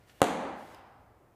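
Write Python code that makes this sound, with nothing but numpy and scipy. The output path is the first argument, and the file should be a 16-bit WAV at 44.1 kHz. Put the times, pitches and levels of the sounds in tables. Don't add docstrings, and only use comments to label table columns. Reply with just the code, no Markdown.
import sys
import numpy as np
from scipy import signal
from scipy.fft import rfft, irfft
from scipy.io import wavfile
from scipy.ndimage import uniform_filter1d

SR = 44100
rng = np.random.default_rng(int(sys.argv[2]) if len(sys.argv) > 2 else 0)


def wav_record(signal):
    frames = np.transpose(np.atleast_2d(signal))
    bounded = np.clip(frames, -1, 1)
    quanta = np.round(bounded * 32767).astype(np.int16)
    wavfile.write(sys.argv[1], SR, quanta)


N = 59535
T = np.arange(N) / SR
HZ = np.fft.rfftfreq(2 * N, 1 / SR)
BOUNCE_S = 0.2177


def amp(db):
    return 10 ** (np.asarray(db) / 20)


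def unit_rms(x):
    return x / np.sqrt(np.mean(x ** 2) + 1e-20)


def spectrum(points):
    freq_hz, value = np.transpose(points)
    return np.interp(np.log(HZ + 1), np.log(freq_hz + 1), value)


def noise(colour_db):
    return unit_rms(irfft(rfft(rng.standard_normal(2 * N)) * amp(colour_db))[:N])


def burst(start_s, level_db, colour_db, decay_s):
    envelope = (T >= start_s) * np.exp(-np.maximum(T - start_s, 0) / decay_s)
    return amp(level_db) * noise(colour_db) * envelope


def ring(modes, age_s):
    t = np.maximum(age_s, 0)
    return sum(amp(db - 60 * t / t60_s) * np.sin(2 * np.pi * hz * t) for hz, db, t60_s in modes)


def click(colour_db):
    cepstrum = irfft(np.log(amp(colour_db)))
    cepstrum[1:N] *= 2
    cepstrum[N + 1:] = 0
    return irfft(np.exp(rfft(cepstrum)))[:N]


def delayed(x, delay_s, gain=1):
    return irfft(rfft(x, 2 * N) * gain * np.exp(-2j * np.pi * HZ * delay_s))[:N]


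def room_tone():
    # freq_hz, relative_db
    colour = [(20, 17.5), (45, 11.5), (65, 13), (90, 9), (115, 8.5), (160, -6.5), (350, -6), (750, -7.5),
              (1300, -17.5), (2100, -22), (3500, -32), (6000, -35), (10000, -35), (15000, -34)]
    return amp(-54) * noise(spectrum(colour))


def sleeve():
    # start_s, level_db, tilt_db_per_octave, rise_s, hold_s, release_s
    swishes = [(-.06, -72, -2, 0.037, 0.073, .04), (0.053, -66, 0.5, 0.033, .03, .03),
               (0.107, -68.5, 1.5, 0.049, 0.11, .03), (0.537, -63.5, -.5, 0.059, 0.14, 0.086)]
    # freq_hz, relative_db
    cloth = [(200, -25.5), (900, 8), (2200, 7.5), (4500, 3), (6500, 0.5), (10000, -0.5), (15000, -4)]
    sound = np.zeros(N)
    for start_s, level_db, tilt_db_per_octave, rise_s, hold_s, release_s in swishes:
        envelope = np.interp(T, start_s + np.cumsum([0, rise_s, hold_s, release_s]), [0, 1, 1, 0])
        colour_db = spectrum(cloth) + tilt_db_per_octave * np.log2(HZ + 1)
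        sound += amp(level_db) * noise(colour_db) * envelope
    return sound


def ticks():
    # start_s, level_db, centre_hz, half_width_octaves, decay_s
    bursts = [(.096, -46.5, 2200, 0.4, 0.0015), (0.0993, -54, 2600, 0.86, 0.0018),
              (0.205, -42.5, 760, 0.71, 0.0049), (.7466, -46.5, 3700, 0.56, 0.0014),
              (.7472, -55, 11860, 0.39, .001), (1.2, -60.5, 357.6, 0.24, .012)]
    sound = np.zeros(N)
    for start_s, level_db, centre_hz, half_width_octaves, decay_s in bursts:
        offset = np.log2((HZ + 1) / centre_hz) / half_width_octaves
        band_db = -10 * np.log10(1 + offset ** 6)
        sound += burst(start_s, level_db, band_db, decay_s)
    return sound


def soft_reverb(x, wet_db=-6, t60_s=1.0, edge_hz=3600):
    tail = noise(-10 * np.log10(1 + (HZ / edge_hz) ** 4)) * amp(-60 * T / t60_s)
    return amp(wet_db) * signal.fftconvolve(x, tail / np.linalg.norm(tail))[:N]


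def ball(thump_db=-9, thump_lag_s=0.0003, thump_width_s=0.0003, slap_gain_db=-4.5):
    # freq_hz, level_db
    slap_colour = [(40, -20), (150, -4.5), (700, 11), (1800, -19.5), (2800, 9), (4400, 3), (5300, -4.5),
                   (6800, 5), (10000, 4.5), (12000, -3.5), (14500, -9), (16000, -33.5)]
    # pitch_hz, level_db, t60_s
    modes = [(174, -24.5, 0.033), (288.5, -20.5, .025), (565, -19.5, 0.044), (743, -21, 0.029),
             (1052, -27, 0.023), (1289, -20.5, 0.016), (1480, -23, 0.017), (1910, -25, 0.018),
             (2620, -33, 0.014)]
    age_s = T - BOUNCE_S - thump_lag_s
    widths = age_s / thump_width_s
    thump = amp(thump_db) * widths * np.exp((1 - widths ** 2) / 2)
    slap = amp(slap_gain_db) * delayed(click(spectrum(slap_colour)), BOUNCE_S)
    return thump - slap + ring(modes, age_s)


def scatter(delay_s=0.002):
    # freq_hz, relative_db
    colour = [(60, -8), (130, 1.5), (250, 5.5), (700, -9), (1400, -7), (1750, -1), (2300, -22.5),
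              (4000, -23), (5300, -27.5), (6800, -19.5), (10000, -29.5), (15000, -34)]
    return burst(BOUNCE_S + delay_s, level_db=-25, colour_db=spectrum(colour), decay_s=0.0044)


def echoes(x, bass_edge_hz=220):
    # arrival_s, gain_db, treble_edge_hz
    reflections = [(.2202, -12, 9000), (0.2216, -9, 1000), (.2290, -8.5, 8800), (.2345, -19.5, 6000),
                   (.2382, -17.5, 13950), (.2424, -10.5, 15000), (.2467, -19.5, 2217), (.2553, -22.5, 9000),
                   (0.2691, -23.5, 8980)]
    highpass = 1j * HZ / (1j * HZ + bass_edge_hz)
    return sum(delayed(x, arrival_s - BOUNCE_S, highpass * amp(gain_db) / np.hypot(1, HZ / edge_hz))
               for arrival_s, gain_db, edge_hz in reflections)


def hall_reflections(age_s, grain_db=6, mixing_s=0.12, echo_feed=0.34):
    sizes = amp(grain_db * np.exp(-age_s / mixing_s) * np.minimum(rng.exponential(1, N), 4))
    local_rms = np.sqrt(uniform_filter1d(sizes ** 2, size=1500))
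    taps = rng.standard_normal(N) * sizes / local_rms
    return taps + echo_feed * echoes(taps)


def hall(wash_db=-26.5, delay_s=0.003946, build_s=0.0096):
    # freq_hz, relative_db, t60_s
    bands = [(35, -38, .6), (66.1, -2, 1.1), (105, -15.5, 0.95), (170, -3, 1.2), (260, 3, 1.056),
             (403, -1, 1.01), (560, 3, 1.01), (800, -1, 1.394), (1136, -7, 1.473), (1900, -12.5, 1.243),
             (3100, -16.5, 0.88), (4300, -21.5, .85), (5294, -30, .75), (6500, -20.5, 0.64),
             (10000, -28.5, 0.59), (12500, -30, 0.37), (15500, -40.5, .33)]
    # pitch_hz, level_db, t60_s
    modes = [(210.1, -43, 1.0), (331, -41, 1), (542, -41, 1.2), (602, -46.5, 1.1), (707.5, -40.5, 0.88),
             (831, -48.5, 1.6), (894, -44, 1.32)]
    # time_s, gain_db
    swell = [(.22, -0.5), (.29, -0.5), (.36, -0.5), (.47, 1.5), (.55, 1), (.67, -1.5), (.8, 1.5),
             (1.0, 3.5), (1.35, 1)]
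    freq_hz, relative_db, t60s_s = np.transpose(bands)
    age_s = np.maximum(T - BOUNCE_S - delay_s, 0)
    colour = amp(spectrum(np.c_[freq_hz, relative_db]))
    wash = unit_rms(delayed(hall_reflections(age_s), 0, colour))
    wash_bins = rfft(wash, 2 * N)
    tail = ring(modes, age_s)
    for share, t60_s in zip(np.eye(len(bands)), t60s_s):
        band = irfft(wash_bins * spectrum(np.c_[freq_hz, share]))[:N]
        tail += band * amp(wash_db - 60 * age_s / t60_s)
    build_up = 1 - np.exp(-age_s / build_s)
    return tail * build_up * amp(np.interp(T, *np.transpose(swell)))


def scene():
    near = sleeve() + ticks()
    bounce = ball()
    mix = room_tone() + near + soft_reverb(near) + bounce + scatter() + echoes(bounce) + hall()
    return mix[None]


def record(dry, low_cut_hz=106.7, band_limit_hz=15450):
    thinned = signal.lfilter(*signal.butter(2, low_cut_hz, "highpass", fs=SR), dry)
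    lowpass = signal.firwin(401, band_limit_hz, window=("kaiser", 8), fs=SR)
    return signal.oaconvolve(thinned, lowpass[None], "same")


dry = scene()
out = record(dry)
wav_record(out)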